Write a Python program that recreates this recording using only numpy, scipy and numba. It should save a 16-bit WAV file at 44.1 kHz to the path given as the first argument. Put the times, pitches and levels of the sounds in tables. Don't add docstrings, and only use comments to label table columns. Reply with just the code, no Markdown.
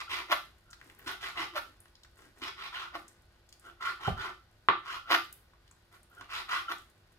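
import sys
import numpy as np
from scipy import signal
from scipy.fft import rfft, irfft
from scipy.io import wavfile
from scipy.ndimage import uniform_filter1d
from numba import njit

SR = 44100
rng = np.random.default_rng(int(sys.argv[2]) if len(sys.argv) > 2 else 0)


def to_wav(sig):
    pcm = np.clip(np.atleast_2d(sig), -1, 1) * 32767
    pcm = np.round(pcm).astype(np.int16)
    wavfile.write(sys.argv[1], SR, pcm.T)


N = 316638
FREQS = np.maximum(np.arange(4097) * SR / 8192, 1)


def undb(db):
    return 10 ** (np.asarray(db) / 20)


def unit(x):
    return x / np.sqrt(np.mean(x ** 2))


def colour(points, hz=FREQS):
    f, v = np.transpose(points)
    return np.interp(np.log(np.maximum(hz, 1)), np.log(f), v)


def bell(hz, width):
    return 1 / (1 + ((FREQS / hz - hz / FREQS) * hz / width) ** 2)


def resonances_power(modes):
    return sum((undb(db) ** 2 - 1) * bell(hz, width) for hz, width, db in modes)


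def ring(db):
    cepstrum = irfft(np.log(undb(db)))
    half = len(cepstrum) // 2
    cepstrum[1:half] *= 2
    cepstrum[half + 1:] = 0
    return irfft(np.exp(rfft(cepstrum)))[:half]


def add(out, s, x):
    i = int(s * SR)
    x, i = x[max(-i, 0):], max(i, 0)
    out[i:i + len(x)] += x[:N - i]


def slips(n, rate, spread_db):
    hit = rng.random(n) < rate / SR
    size_db = spread_db * np.minimum(rng.exponential(size=n), 4)
    return unit(hit * rng.standard_normal(n) * undb(size_db) + 1e-9)


def walk(n, rate):
    at = np.arange(n) * rate / SR
    knots = int(at[-1]) + 2
    return 1.2 * np.interp(at, np.arange(knots), rng.standard_normal(knots))


def stereo_noise(n, alike_hz):
    hz = np.arange(n // 2 + 1) * SR / n
    mid, side = rfft(rng.standard_normal((2, n)))
    alike = .99 / (1 + (hz / alike_hz) ** 2)
    left_right = np.array([[1], [-1]])
    return hz, (mid * np.sqrt(1 + alike) + left_right * side * np.sqrt(1 - alike)) / np.sqrt(2)


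# (centre [Hz], width [Hz], gain over the smooth response [dB])
BOARD_MODES = [(351, 31, 12.5), (366.5, 28, 15), (620, 16, 1), (694.5, 20, 10), (935, 31, 5),
               (1120, 11, 4.5), (1190, 8.9, 7), (1260, 57, -8), (1356, 65, 7.5), (1460, 85, 3.5),
               (1780, 40, 9), (2037, 38, 8.5), (2475, 40, 4.5), (3050, 160, 1), (3830, 110, 2.5)]


def board_db():
    return 10 * np.log10(1 + resonances_power(BOARD_MODES).clip(-.5))


# (frequency [Hz], level [dB rms])
FRIDGE_HUM = [(49.4, -77.5), (98.8, -76), (247, -88), (346, -80), (1233, -88.5), (1480, -83)]
# (frequency [Hz], density [dB])
ROOM_COLOUR = [(20, -15.5), (35, -5.5), (60, -0.5), (160, -13), (350, -26.5), (600, -18.5), (1400, -27),
               (4600, -27), (8000, -44.5), (13000, -37.5), (16000, -65)]
ROOM_TONE_DB = -65.5


def room_tone():
    hz, spectra = stereo_noise(N, alike_hz=700)
    t = np.arange(N) / SR
    hum = 0
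    for f, db in FRIDGE_HUM:
        hum = hum + undb(db) * np.sqrt(2) * np.sin(2 * np.pi * f * t + .5 * walk(N, 4.2))
    rumble = unit(irfft(spectra * undb(colour(ROOM_COLOUR, hz)), N))
    return hum + undb(ROOM_TONE_DB) * rumble


def fibres(speed, rate=260, low_hz=900, high_hz=6000, cycles=5, spread_db=3.3):
    out, t = np.zeros(len(speed)), np.arange(SR // 60) / SR
    chance = rng.random((80, 3))
    for when, pitch, size in chance[:int(rate * len(speed) / SR) + 1]:
        hz, i = low_hz * (high_hz / low_hz) ** pitch, int(when * len(speed))
        ping = np.sin(2 * np.pi * hz * t) * np.exp(-np.pi * hz * t / cycles)
        ping = ping * undb(-spread_db * np.log(size + .02))
        out[i:i + len(t)] += speed[i] * ping[:len(out) - i]
    return unit(signal.lfilter(*signal.butter(2, 800, "high", fs=SR), out) + 1e-12)


def patch_db(spread_db, count=28):
    gains_db = np.pad(spread_db * rng.standard_normal(count - 2), 1)
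    return colour(np.c_[np.geomspace(450, 8000, count), gains_db])


LEAD_S = .035
GRIP_DB, PATCH_DB, FIBRE_DB = 2.2, 3.2, -9.5


def stroke(length, crest, body_db, rasp_db, hiss_db, response_db, rate, grip_db, swell, lead_db=-22, count=6):
    t = np.arange(-int(LEAD_S * SR), int(length * SR)) / SR
    n = len(t)
    travel = np.interp(t / length, [0, np.clip(crest, .05, .95), 1], [0, .5, 1])
    faint = undb(lead_db) * np.interp(t, [-LEAD_S, 0, length], [0, 1, 0])
    speed = np.sin(np.pi * travel).clip(1e-6)
    force = slips(n, rate, spread_db=0.5)
    force = force * undb(grip_db * walk(n, 168.7)) * np.hypot(speed ** swell, faint)
    dull = signal.lfilter(*signal.butter(2, 1900, fs=SR), force)
    force = dull + np.sqrt(speed) * (force - dull)
    tone = [(750, body_db), (1000, 0.0045), (1550, 0.0), (2100, rasp_db), (5000, rasp_db), (8000, hiss_db)]
    db = response_db + colour(tone)
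    sound = 0
    for place in range(count):
        near = np.maximum(1 - np.abs((count - 1) * travel - place), 0)
        sound = sound + signal.fftconvolve(force * near, ring(db + patch_db(PATCH_DB)))
    sound = sound / np.sqrt(np.sum(sound ** 2) / (length * SR))
    sound[:n] += undb(FIBRE_DB + rasp_db / 2) * fibres(speed)
    return sound


# (start [s], length [s], crest [share of the length], level [dB], board body [dB],
# rasp [dB], wet hiss [dB], favoured board resonance [Hz])
SAW_STROKES = [(0.0, 0.025, 0.057, -39.5, -1, 5.5, 6, 1260.0), (0.087, 0.14, 0.16, -35, 2.5, 2, 1, 930),
               (1.06, 0.088, 0.11, -37, 4.5, 2, 3.5, 1480), (1.197, 0.13, 0.28, -39, 5, 2, 3.5, 1460),
               (1.35, 0.115, 0.52, -34.5, 4, -1, -2, 750), (2.409, 0.1, 0.32, -38, 1.5, 2, -1.5, 1200),
               (2.563, 0.13, 0.76, -42, 2.5, 4.5, 0.5, 1210), (2.72, 0.16, 0.21, -39, -4.5, -2, -5.5, 1390),
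               (3.638, 0.1, 0.24, -57, 15, -0.5, 3, 1370), (3.802, 0.13, 0.39, -33.5, -2.5, -4, -5, 1350),
               (3.995, 0.11, 0.84, -37.5, 1, -4.5, -4.5, 3050), (4.168, 0.14, 0.3, -36, 3, -7, -7.5, 1390),
               (4.83, 0.16, 0.75, -39, -1.5, -3.5, -4.5, 1310),
               (5.912, 0.073, 0.3, -59.5, 13, -2.5, 14, 1380.0),
               (6.153, 0.11, 0.99, -56, 14.5, -3, 1, 1460.0),
               (6.288, 0.14, 0.44, -37, -4.5, 0.5, -0.5, 1290),
               (6.479, 0.15, 0.35, -32, -5, -2.5, -3, 1260)]
# (frequency [Hz], density [dB])
SAW_COLOUR = [(100, -22), (210, -28), (330, -20.5), (480, -26), (750, -20), (1080, -4.5), (1420, -4.5),
              (1650, -15), (2050, -6.5), (2600, -5.5), (3200, -6.5), (5000, -15.5), (7500, -28.5),
              (12000, -25), (15500, -38.5)]


def slicing(favour_db=4):
    out, response_db = np.zeros(N), colour(SAW_COLOUR) + board_db()
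    for s, length, crest, db, body_db, rasp_db, hiss_db, hz in SAW_STROKES:
        spot_db = response_db + favour_db * bell(hz, 220)
        sound = stroke(length, crest, body_db, rasp_db, hiss_db, spot_db, rate=1900, grip_db=GRIP_DB, swell=0.44)
        add(out, s - LEAD_S, undb(db) * sound)
    return out


# (start [s], length [s], level [dB])
FINGER_PRESSES = [(0.774, 0.21, -60.5), (0.958, 0.22, -55.5), (2.139, 0.18, -59.5), (2.351, 0.14, -56.5),
                  (3.601, 0.11, -60), (6.114, 0.1, -62.5)]
HOLD_DB, SETTLE_DB, SETTLE_S = -72, -57.5, 0.12


def stickiness():
    t = np.arange(N) / SR
    power = np.full(N, undb(HOLD_DB) ** 2)
    for s, length, db in FINGER_PRESSES:
        power += (undb(db) * np.sin(np.pi * np.clip((t - s) / length, 0, 1))) ** 2
    for s, hold, *_ in SIDE_SWEEPS:
        since = t - s - hold
        power += (since > 0) * (undb(SETTLE_DB) * np.exp(-np.abs(since) / SETTLE_S)) ** 2
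    return np.sqrt(power)


STRAY_DB, STRAY_SPREAD_DB, STRAY_LOW_HZ, STRAY_HIGH_HZ = -50, 2.5, 2970, 10000


def stray_smacks(count, width_hz=3300, length_s=0.0019):
    rows = []
    for when, size, pitch in rng.random((count, 3)):
        db = STRAY_DB + STRAY_SPREAD_DB * (2 * size - 1)
        hz = STRAY_LOW_HZ * (STRAY_HIGH_HZ / STRAY_LOW_HZ) ** pitch
        rows.append((when * N / SR, db, hz, width_hz, length_s))
    return rows


# (time [s], peak [dB], pitch [Hz], width [Hz], decay of the burst [s])
WET_SMACKS = [(0.705, -35.5, 6700, 4200, 0.0057), (.73, -39, 1500, 900, 0.0018),
              (0.731, -33.5, 4140, 2500, 0.0036), (0.814, -35.5, 1690, 990, 0.0012),
              (0.899, -38, 1770, 1100, 0.0022), (0.989, -36.5, 12700, 6000, .0016),
              (0.994, -41, 1700, 1400, .0016), (1.116, -34, 13000, 5000, .002),
              (1.804, -36.5, 9800, 2830, 0.0013), (1.856, -42.5, 1400, 1800, 0.001),
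              (1.954, -41.5, 4130, 1690, 0.0015), (2.034, -40.5, 4400, 3480, 0.0022),
              (2.048, -43.5, 1400, 1000, 0.003), (2.049, -50, 4280, 3000, .003),
              (3.081, -37.5, 7400, 4500, 0.0018), (3.491, -40, 5500, 6000, 0.0023),
              (3.526, -33.5, 4540, 5000, 0.0036), (3.597, -38.5, 9250, 4500, .0006),
              (5.24, -39, 12000, 7100, 0.0018), (5.327, -28, 10700, 6100, 0.0016),
              (5.712, -42.5, 7400, 3000, 0.002), (5.713, -49.5, 1400, 995, 0.0015),
              (6.031, -47.5, 9000, 3000, 0.0017), (6.099, -47, 12400, 5000, .0016),
              (6.21, -38.5, 4940, 4900, 0.0024), (6.784, -39, 7250, 4400, .0016)]
# (frequency [Hz], density [dB])
RUB_COLOUR = [(100, -2.5), (340, 8.5), (600, -2.5), (1500, 3.5), (2800, -5.5), (5000, -10), (11000, -21),
              (15500, -28)]
# (frequency [Hz], density [dB])
FILM_COLOUR = [(1000, -33), (3000, -11.5), (6000, -3), (11000, 4), (15500, -8.5)]


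def meat(crackle_db=-12, click_db=-34, film_db=-9):
    out, t = np.zeros(N), np.arange(SR // 30) / SR
    for s, db, hz, width_hz, smack_s in WET_SMACKS + stray_smacks(count=8):
        burst = (t == 0) + undb(crackle_db) * slips(len(t), 3200, spread_db=7.0) * np.exp(-t / smack_s)
        snap = signal.fftconvolve(burst, ring(20 * np.log10(bell(hz, width_hz) + undb(click_db))))
        add(out, s, undb(db) * snap / np.abs(snap).max())
    rub = unit(signal.fftconvolve(slips(N, 1800, spread_db=1.3), ring(colour(RUB_COLOUR)))[:N])
    crackle = unit(signal.fftconvolve(slips(N, 600, spread_db=5), ring(colour(FILM_COLOUR)))[:N])
    handling = rub * undb(0.57 * walk(N, 19)) + undb(film_db) * crackle
    return out + handling * stickiness()


# (start [s], length [s], level [dB rms], pitch [Hz])
EDGE_SQUEAKS = [(.003, 0.023, -41, 1233), (0.076, 0.019, -43.5, 1330), (0.653, 0.13, -62.5, 1391),
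                (1.225, 0.047, -49, 1422), (2.188, 0.076, -65, 1396), (2.589, 0.058, -47.5, 1370),
                (2.73, 0.034, -46, 1288), (2.81, 0.048, -44, 1325), (3.64, 0.079, -50.5, 1374),
                (3.858, 0.037, -32.5, 1406), (3.994, 0.018, -47, 1356), (4.029, 0.0081, -47, 1340),
                (4.051, 0.019, -31.5, 1402), (4.894, 0.017, -35, 1394), (5.055, 0.11, -41.5, 1378),
                (5.936, 0.035, -60.5, 1394), (6.1, 0.052, -60.5, 1386), (6.164, 0.069, -49.5, 1414),
                (6.56, 0.027, -32, 1418), (6.679, 0.019, -32, 1339), (6.704, 0.02, -36, 1380)]


def squeaking(waver=.06, flutter_db=4, overtone=2.2, overtone_db=-15):
    out = np.zeros(N)
    for s, length, db, hz in EDGE_SQUEAKS:
        n = int(length * SR)
        phase = 2 * np.pi * np.cumsum(hz * (1 + waver * walk(n, 605))) / SR
        grip = np.sqrt(np.sin(np.pi * np.arange(n) / n)) * undb(flutter_db * walk(n, 304))
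        tone = np.sin(phase) + undb(overtone_db) * np.sin(overtone * phase)
        add(out, s, undb(db) * unit(grip * tone))
    return out


@njit
def moving_band(x, hz, damping):
    y, band, low = np.empty(len(x)), 0., 0.
    for i in range(len(x)):
        g = np.tan(np.pi * hz[i] / SR)
        v = (band + g * (x[i] - low)) / (1 + g * (g + damping))
        band, low, y[i] = 2 * v - band, low + 2 * g * v, damping * v
    return y


# (crest [s], hold [s], level [dB], hollow pitch at the crest [Hz], hollow ring [dB],
# low boom [dB], rasp [dB], wet hiss [dB])
SIDE_SWEEPS = [(0.316, 0.0067, -18, 790, 13, -16, 7, 5.5), (1.56, 0.021, -29, 630, -19, -12.5, -2, -2.5),
               (2.947, 0.0096, -32.5, 700, -12, -2, -4.5, -12),
               (5.108, 0.037, -18.5, 806, -2.5, -7.5, 2, -3),
               (6.697, 0.022, -31, 1140, -8.5, -7.5, 0.5, -1)]
# (frequency [Hz], density [dB])
SIDE_COLOUR = [(100, -28), (200, -30), (300, -1), (450, -19), (600, -9.5), (800, -10), (1120, 0.5),
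               (1400, -1), (1650, -7.5), (2300, -3.5), (3500, -5.5), (5500, -13), (8000, -26), (12000, -14),
               (15500, -28)]
SWEEP_RISE_S, SWEEP_FALL_S, HOLLOW_OCTAVES_PER_S = .023, .021, 20


def sweeping(damping=0.58, brighten_s=0.052, board_share=1.0, grip_db=-3.0):
    out = np.zeros(N)
    t = np.arange(-SR // 14, SR // 10) / SR
    for s, hold, db, hz, hollow_db, boom_db, rasp_db, hiss_db in SIDE_SWEEPS:
        push = 10 ** (np.minimum(t / SWEEP_RISE_S, 0) + np.minimum((hold - t) / SWEEP_FALL_S, 0))
        force = slips(len(t), 4000, spread_db=3.0) * push * undb(grip_db * walk(len(t), 200))
        dull = signal.lfilter(*signal.butter(1, 1300, fs=SR), force)
        force = dull + (force - dull) / (1 + np.exp(-t / brighten_s))
        hollow_hz = hz * 2 ** np.clip(HOLLOW_OCTAVES_PER_S * t, -.5, 1)
        force = force + undb(hollow_db) * moving_band(force, hollow_hz, float(damping))
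        tone = [(400, boom_db), (560, 0.0087), (1550, 0.015), (2100, rasp_db), (5000, rasp_db), (8000, hiss_db)]
        response_db = colour(SIDE_COLOUR) + board_share * board_db() + colour(tone)
        sound = signal.fftconvolve(force, ring(response_db))
        sound = sound * np.sqrt(np.sum(push ** 2) / np.sum(sound ** 2))
        add(out, s + t[0], undb(db) * sound)
    return out


# (crest [s], peak [dB], pitch at the crest [Hz], length [s])
SOFT_THUMPS = [(.305, -36, 340, 0.013), (0.32, -28, 620, 0.016), (0.33, -42, 290, 0.011),
               (.867, -53, 290, .02), (1.071, -35, 320, 0.01), (1.401, -37.5, 325, 0.019),
               (1.539, -43.5, 340, 0.019), (1.566, -32.5, 600, 0.025), (2.272, -53, 300, .025),
               (2.425, -35, 310, 0.0083), (2.956, -53, 290, 0.012), (4.082, -26, 147.3, 0.014),
               (4.084, -27, 427, 0.006), (4.082, -19.5, 790, 0.0087), (4.126, -30.5, 70.2, 0.019),
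               (4.144, -35, 65, .016), (4.183, -43, 60, .02), (4.207, -40, 80, 0.012),
               (6.213, -47.5, 300, .014), (6.706, -41.5, 320, 0.016)]


def thumping(sag_octaves_per_s=5, fall_share=1.2):
    out, t = np.zeros(N), np.arange(-SR // 20, SR // 12) / SR
    for s, db, hz, length in SOFT_THUMPS:
        swell = np.exp(-(2 * t / (length * np.where(t < 0, 1, fall_share))) ** 2)
        phase = 2 * np.pi * np.cumsum(hz * 2 ** (-sag_octaves_per_s * t)) / SR
        add(out, s + t[0], undb(db) * swell * np.sin(phase))
    return out


# (time [s], peak [dB], contact cut-off [Hz], counter thud against the blow [dB])
BLADE_BLOWS = [(1.403, -29, 1300, -30), (4.0785, -22, 1000, 2), (4.6864, -1.5, 2740, -37),
               (5.535, -49, 2000, -19.5), (5.938, -47, 2500, -16), (6.2115, -31, 3500, -24),
               (6.531, -23, 2800, -33)]
# (frequency [Hz], density [dB])
BLOW_COLOUR = [(80, -31.5), (260, -22), (700, -20), (1150, 0.5), (1400, -9.5), (1800, -14.5), (3800, -14.5),
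               (6000, -35.5), (15000, -51.5)]
# (frequency [Hz], density [dB])
COUNTER_COLOUR = [(25, -46.5), (55, -17), (115, -4.5), (200, -4), (420, -20.5), (760, -1.5), (1100, -25),
                  (2000, -36.5), (6000, -86)]
# (centre [Hz], width [Hz], power added to the smooth response [dB])
COUNTER_MODES = [(70.1, 13, 0), (122, 48, 6), (170, 24, 3.5)]


def knocking(ring_share=0.94):
    modes_power = sum(undb(db) ** 2 * bell(hz, width) for hz, width, db in COUNTER_MODES)
    thud = ring(colour(COUNTER_COLOUR) + 10 * np.log10(1 + modes_power))
    thud = thud / np.abs(thud).max()
    out = np.zeros(N)
    for s, db, contact_hz, thud_db in BLADE_BLOWS:
        softness_db = 10 * np.log10(1 + (FREQS / contact_hz) ** 4)
        blow = ring(colour(BLOW_COLOUR) + ring_share * board_db() - softness_db)
        add(out, s, undb(db) * (blow / np.abs(blow).max() + undb(thud_db) * thud))
    return out


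# (frequency [Hz], time to fall 60 dB [s])
KITCHEN_T60 = [(120, 0.3), (250, 0.2), (500, 0.22), (1000, 0.225), (2000, 0.285), (4000, 0.33),
               (12000, 0.32)]


def kitchen_tail(build_s=0.0011):
    t = np.arange(SR // 2) / SR
    hz, spectra = stereo_noise(len(t), alike_hz=746)
    octave = np.log2(np.clip(hz / 125, 1, 128))
    tail = 0
    for k in range(8):
        band = irfft(spectra * np.maximum(1 - np.abs(octave - k), 0), len(t))
        tail = tail + band * np.exp(-np.log(1000) * t / colour(KITCHEN_T60, 125 * 2 ** k))
    tail = tail * (1 - np.exp(-t / build_s))
    return unit(tail) / np.sqrt(len(t))


def evened(tail):
    power = np.mean(np.abs(rfft(tail, 2 * len(FREQS) - 2)) ** 2, axis=0)
    response = ring(-10 * np.log10(uniform_filter1d(power, size=11)))
    return signal.fftconvolve(tail, response[None], axes=1)


# (delay left [s], delay right [s], level against the direct sound [dB])
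EARLY_ECHOES = [(.0021, 0.0015, -8.5), (.0038, 0.0027, -9.5), (0.0146, 0.012, -11)]


def kitchen(x, tail, direct_db, wet_db, right_db):
    response = undb(wet_db) * tail
    response[0, 0] += undb(direct_db)
    response[1, 6] += undb(direct_db + right_db)
    for left_s, right_s, db in EARLY_ECHOES:
        response[0, int(left_s * SR)] += undb(direct_db + db)
        response[1, int(right_s * SR)] += undb(direct_db + db)
    return signal.fftconvolve(x[None], response, axes=1)[:, :N]


def scene():
    tail = evened(kitchen_tail())
    strokes = kitchen(slicing(), tail, direct_db=-6.3, wet_db=-5, right_db=0.6)
    squeaks = kitchen(squeaking(), tail, direct_db=-4.5, wet_db=-13, right_db=0)
    sweeps = kitchen(sweeping(), tail, direct_db=-4.8, wet_db=-7, right_db=0.3)
    knocks = kitchen(knocking(), tail, direct_db=-3.0, wet_db=-1.5, right_db=1.6)
    thumps = kitchen(thumping(), tail, direct_db=-3.5, wet_db=-11.5, right_db=0.0)
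    smacks = kitchen(meat(), tail, direct_db=-2, wet_db=-6, right_db=-2)
    return strokes + squeaks + sweeps + knocks + thumps + smacks + room_tone()


TOP_HZ = 15750


def record(dry):
    return signal.sosfilt(signal.ellip(10, .2, 70, TOP_HZ, fs=SR, output="sos"), dry)


dry = scene()
out = record(dry)
to_wav(out)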